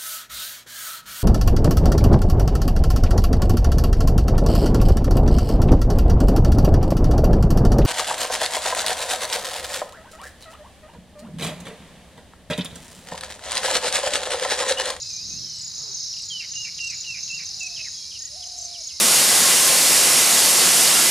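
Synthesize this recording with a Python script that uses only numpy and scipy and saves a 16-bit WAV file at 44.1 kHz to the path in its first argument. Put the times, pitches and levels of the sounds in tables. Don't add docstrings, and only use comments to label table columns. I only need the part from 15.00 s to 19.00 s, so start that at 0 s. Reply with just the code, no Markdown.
import sys
import numpy as np
from scipy import signal
from scipy.fft import rfft, irfft
from scipy.io import wavfile
from scipy.ndimage import uniform_filter1d

SR = 44100
rng = np.random.default_rng(int(sys.argv[2]) if len(sys.argv) > 2 else 0)


def store_pcm(level_fs):
    pcm = np.round(np.clip(level_fs, -1, 1) * 32767).astype(np.int16)
    wavfile.write(sys.argv[1], SR, np.atleast_2d(pcm).T)


N = 176400
T = np.arange(N) / SR
STROKE_GAP_S = .0315


def amp(db):
    return 10 ** (np.asarray(db) / 20)


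def unit_level(x):
    return x / np.sqrt(np.mean(x ** 2) + 1e-20)


def look_up(points, hz):
    f, value = np.transpose(points)
    return np.interp(np.log(hz + 1), np.log(np.sort(f) + 1), value)


def add(mix, s, sound):
    at = round(s * SR)
    sound = sound[..., max(-at, 0):]
    part = mix[..., max(at, 0):][..., :sound.shape[-1]]
    part += sound[..., :part.shape[-1]]


def pan(db):
    return amp(np.array([[db / 2], [-db / 2]]))


def coloured(x, spectrum):
    gain = amp(look_up(spectrum, np.fft.rfftfreq(N, 1 / SR)))
    return unit_level(irfft(rfft(x) * gain, N))


def wander(hz):
    rolloff = 1 + (np.fft.rfftfreq(N, 1 / SR) / hz) ** 4
    return unit_level(irfft(rfft(rng.standard_normal(N)) / rolloff, N))


def noise(side_db):
    mid, side = rng.standard_normal((2, N))
    return np.array([mid + amp(side_db) * side, mid - amp(side_db) * side])


def woods(x, echo_db, side_db):
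    # f/Hz, time to fade by 60 dB/s
    fade_times = [(200, 1), (800, 0.41), (3000, 0.53), (12000, 0.27)]
    hz, t, bands = signal.stft(noise(side_db)[:, :SR], SR, nperseg=256)
    fade = amp(-60 * t / look_up(fade_times, hz)[:, None])
    tail = signal.istft(bands * fade, SR, nperseg=256)[1]
    tail *= np.minimum(T[:tail.shape[1]] / 0.002, 1)
    tail /= np.linalg.norm(tail[0])
    return x + amp(echo_db) * signal.fftconvolve(x, tail, axes=1)[:, :N]


def chirp(strokes, hz, sag_hz_per_s, rough):
    width_s, sag_onset_s = .0031, .00202
    first_stroke_db, spread_db, octave_db = -5, 1.35, -32.5
    t = np.arange(-STROKE_GAP_S / 2, STROKE_GAP_S / 2, 1 / SR)
    u = np.maximum(t / width_s, -10)
    swell = np.exp(.5 * (1 - u - np.exp(-u))) * np.clip((t[-1] - t) / width_s, 0, 1)
    sag_hz = sag_hz_per_s * sag_onset_s * (np.logaddexp(0, t / sag_onset_s) - 1)
    out = np.zeros(round((strokes + 1) * STROKE_GAP_S * SR))
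    for k in range(strokes):
        detune, force, start = rng.standard_normal(3)
        phase = 2 * np.pi * (np.cumsum(hz * (1 + .004 * detune) - sag_hz) / SR + start)
        tone = np.sqrt(2) * (np.sin(phase) + amp(octave_db) * np.sin(2 * phase))
        teeth = np.interp(t, np.linspace(t[0], t[-1], 32), rng.standard_normal(32))
        gain = amp(spread_db * force + first_stroke_db / (k + 1) ** 2)
        add(out, (k + .5) * STROKE_GAP_S, gain * swell * (1 + rough * teeth) * tone)
    return out


def near_crickets():
    # t/s of the first stroke, f/Hz, level/dB
    chirps = [(-.041, 6830, -35), (.03, 8060, -50), (.103, 6220, -34), (.268, 6220, -38),
              (0.395, 5670, -37.5), (.559, 7900, -46.5), (.617, 6870, -36.5), (.72, 6250, -36),
              (.76, 6740, -39), (0.889, 5980, -37.5), (.972, 6380, -37.5), (1.02, 6120, -38),
              (1.069, 5640, -37.5), (1.189, 8100, -49.5), (1.257, 6880, -37), (1.52, 6700, -34.5),
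              (1.75, 6420, -39.5), (1.841, 6080, -35.5), (1.846, 8060, -47.5), (1.946, 6880, -36),
              (2.174, 6220, -38.5), (2.286, 6770, -39.5), (2.428, 6350, -38), (2.569, 6930, -36.5),
              (2.602, 8120, -50), (2.604, 6100, -36.5), (3.193, 6640, -34), (3.409, 6430, -40),
              (3.584, 7360, -42), (3.59, 6230, -34.5), (3.811, 6680, -39)]
    # f/Hz, fall/(Hz per s)
    sag_rates = [(6650, 66000), (6850, 27000)]
    out = np.zeros((2, N))
    for s, hz, db in chirps:
        sound = amp(db + 5.5) * chirp(strokes=3, hz=hz, sag_hz_per_s=look_up(sag_rates, hz), rough=.4)
        start_s = s - STROKE_GAP_S
        ear_lag_s = rng.normal(0, 2.2e-5)
        add(out[0], start_s + ear_lag_s, sound)
        add(out[1], start_s, sound)
    return woods(pan(-1.1) * out, echo_db=-9, side_db=2)


def far_crickets(count=64, low_hz=3906, high_hz=7050, every_s=.62, spread_db=18):
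    # f/Hz, level/dB
    spectrum = [(3000, -50), (3550, -21.5), (3850, -6.5), (4180, -3), (4450, -7), (4750, -2.5), (5100, 1.5),
                (5550, -1), (5800, -8), (6100, -3), (6750, -4.5), (7050, -11), (7400, -19.5), (8000, -75)]
    # t/s, level/dB
    levels = [(0, -34.5), (.46, -36.5), (.53, -37), (1.05, -34.5), (1.35, -35.5), (2.85, -35.5),
              (3.3, -39.5), (3.9, -37)]
    out = np.zeros((2, N))
    for hz in np.linspace(low_hz, high_hz, count):
        beat, pace, nearness, place = rng.random(4)
        gain = amp(spread_db * nearness) * pan(12 * (place - .5))
        for k in range(-1, 8):
            s = (k + beat) * every_s * (.85 + .3 * pace)
            add(out, s, gain * chirp(strokes=4, hz=hz, sag_hz_per_s=61300, rough=.36))
    hz, db = np.transpose(spectrum)
    tilt_db = 6 * np.log2(hz / low_hz)
    voices = coloured(woods(out, echo_db=-6.5, side_db=-6.5), np.column_stack([hz, db + tilt_db]))
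    flickering = noise(side_db=-39) * amp(1.5 * wander(hz=476))
    haze = coloured(flickering, np.column_stack([hz, db - tilt_db]))
    loudness = amp(np.interp(T, *np.transpose(levels)))
    return pan(-1) * loudness * (amp(-1.5) * voices + amp(-.5) * haze)


def air_noise():
    # f/Hz, level/dB of the side signal against the middle
    widths = [(30, -25), (300, -2.5), (2500, -27), (9600, 3), (13000, -13)]
    mid, side = rng.standard_normal((2, N))
    side = irfft(rfft(side) * amp(look_up(widths, np.fft.rfftfreq(N, 1 / SR))), N)
    return np.array([mid + side, mid - side])


def air(blend_from_s=2.36, blend_to_s=3.2):
    # f/Hz, level/dB
    early_spectrum = [(20, -20), (62, -1), (150, 2), (260, -15), (600, -18), (1550, -19.5), (1950, -16),
                      (7500, -13), (8900, -21.5), (9900, -12), (11000, -30.5), (11900, -21), (15000, -36)]
    # f/Hz, level/dB
    late_spectrum = [(20, -33), (65, 3.5), (260, -16), (1600, -21.5), (2900, -13), (7300, -10.5),
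                     (8800, -16), (9800, -7.5), (11300, -29.5), (12700, -22), (15000, -40)]
    early = amp(-48.5) * coloured(air_noise() * amp(.98 * wander(hz=115)), early_spectrum)
    late = amp(-47) * coloured(air_noise() * amp(.69 * wander(hz=123)), late_spectrum)
    blend = np.clip((T - blend_from_s) / (blend_to_s - blend_from_s), 0, 1)
    out = np.sqrt(1 - blend) * early + np.sqrt(blend) * late
    bass = signal.filtfilt(*signal.butter(1, 200, fs=SR), out)
    narrow_bass = pan(3.7) * (.64 * bass.mean(0) + .22 * bass)
    return out - bass + narrow_bass


def whistle(points, waver, edge_s=.0081, third_harmonic_db=-25):
    s, hz, db = np.transpose(points)
    pitch_hz = np.interp(T, s, hz) * (1 + waver * wander(hz=88))
    phase = 2 * np.pi * np.cumsum(pitch_hz) / SR
    tone = np.sqrt(2) * (np.sin(phase) + amp(third_harmonic_db) * np.sin(3 * phase))
    ramp = np.clip(np.minimum(T - s[0], s[-1] - T) / edge_s / 2 + .5, 0, 1)
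    return np.sin(ramp * np.pi / 2) ** 2 * amp(np.interp(T, s, db)) * tone


def glide(length_s, first_hz, middle_hz, last_hz, db, rough, rasp_hz=266):
    u = np.linspace(0, 1, max(round(length_s * SR), 16))
    hz = np.polyval(np.polyfit([0, .5, 1], [first_hz, middle_hz, last_hz], 2), u)
    hiss = rng.standard_normal((2, SR // 2))
    a, b = signal.lfilter(*signal.butter(2, rasp_hz, fs=SR), hiss)[:, -len(u):]
    rasp = (unit_level(a) + 1j * unit_level(b)) / np.sqrt(2)
    voice = np.sqrt(1 - rough ** 2) + rough * rasp
    tone = np.sqrt(2) * (voice * np.exp(2j * np.pi * np.cumsum(hz) / SR)).real
    return amp(db) * abs(np.sin(np.pi * u)) ** .19 * tone


def distant_birds(throb_hz=45, throb_from_s=3.45, throb_to_s=3.67):
    # t/s, length/s, first f/Hz, middle f/Hz, last f/Hz, level/dB
    calls = [(.005, 0.11, 2690, 2580, 2690, -59.5), (0.091, 0.15, 2570, 2400, 2740, -57),
             (0.302, 0.088, 2540, 2560, 2840, -58), (0.384, 0.24, 3360, 3060, 2920, -60.5),
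             (.815, .13, 481, 419, 345, -60), (2.478, 0.39, 780, 722, 607, -63.5),
             (2.937, 0.11, 3370, 3310, 3270, -54.5), (2.974, .12, 2484, 2350, 2380, -63),
             (3.202, .088, 1814, 1906, 1930, -59.5), (3.66, 0.34, 2347, 2260, 2053, -65)]
    # t/s, f/Hz, level/dB
    wail = [(3.289, 544, -73), (3.352, 627, -52), (3.367, 743, -54.5), (3.45, 718.4, -59.5),
            (3.77, 700.4, -56.5), (3.825, 623, -55.5)]
    throb_depth = uniform_filter1d(1. * (T > throb_from_s) * (T < throb_to_s), size=1500)
    out = whistle(wail, waver=.0177) * (1 + throb_depth * np.sin(2 * np.pi * throb_hz * T))
    for s, *note in calls:
        add(out, s, glide(*note, rough=.027))
    return woods(amp(1.5) * pan(-4) * out, echo_db=-9.5, side_db=-23)


def gusts():
    # t/s of the peak, width/s, level/dB, f/Hz above which the noise falls away
    puffs = [(0.359, 0.11, -49, 200), (.86, 0.075, -56, 1240)]
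    out = np.zeros((2, N))
    for s, width, db, hz in puffs:
        spectrum = [(25, -18), (70, 0), (hz, -2), (2 * hz, -14), (8 * hz, -36)]
        swell = np.exp(-.5 * ((T - s) / width) ** 2)
        out += amp(db) * swell * coloured(noise(side_db=-11), spectrum)
    return pan(1.3) * out


def songbird():
    # t/s, level/dB
    ticks = [(1.133, -48.5), (1.163, -47.5), (1.189, -49.5), (1.533, -44.5), (1.781, -38), (2.038, -42),
             (2.276, -47.5)]
    # t/s, f/Hz, level/dB
    whistles = [
        [(1.304, 3250, -30.5), (1.33, 3110, -36.5), (1.372, 2950, -33), (1.388, 2950, -48), (1.411, 2700, -28)],
        [(1.555, 2830, -35), (1.589, 2825, -38.5), (1.62, 2887, -37), (1.634, 2764, -53.5), (1.654, 2800, -26)],
        [(1.801, 2820, -31), (1.809, 2772, -31.5), (1.88, 2746, -34), (1.888, 2620, -44.5),
         (1.912, 2510, -38.5)],
        [(2.054, 2920, -43), (2.098, 2730, -33.5), (2.12, 2670, -33.5), (2.14, 2585, -44), (2.153, 2330, -29.5)],
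        [(2.3, 2705, -33.5), (2.322, 2643, -34), (2.342, 2780, -34.5), (2.374, 2720, -38.5), (2.394, 2550, -54)],
        [(2.607, 2733, -32), (2.62, 2627, -32), (2.655, 2540, -38.5), (2.67, 2620, -34.5), (2.685, 2320, -46)],
    ]
    # t/s, length/s, first f/Hz, middle f/Hz, last f/Hz, level/dB
    chips = [(2.761, .028, 3290, 2960, 2320, -41.5), (2.793, 0.026, 2650, 2592, 2550, -35.5),
             (2.843, 0.044, 2500, 2080, 1730, -44.5), (3.111, 0.019, 3400, 3100, 2780, -44.5),
             (3.137, 0.043, 3240, 2900, 2700, -45.5), (3.422, .022, 3420, 3235, 2820, -44),
             (3.735, 0.035, 3670, 3100, 2770, -46.5), (3.887, 0.039, 3640, 2880, 2555, -47.5)]
    out = sum(whistle(points, waver=.0073) for points in whistles)
    for s, db in ticks:
        add(out, s, glide(length_s=.015, first_hz=3420, middle_hz=2853, last_hz=2730, db=db, rough=.69))
    for points in whistles[:-1]:
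        end_s = points[-1][0]
        rasp = glide(length_s=.05, first_hz=2439, middle_hz=2326, last_hz=2266, db=-43, rough=.84)
        add(out, end_s - .005, rasp)
    for s, *note in chips:
        add(out, s, glide(*note, rough=.44))
    return woods(amp(.5) * pan(-4) * out, echo_db=-12, side_db=-28)


def scene():
    return near_crickets() + far_crickets() + songbird() + distant_birds() + air() + gusts()


def record(dry):
    low_pass = signal.firwin(511, cutoff=15300, window=("kaiser", 9), fs=SR)
    return signal.oaconvolve(dry, low_pass[None], "same")


dry = scene()
out = record(dry)
store_pcm(out)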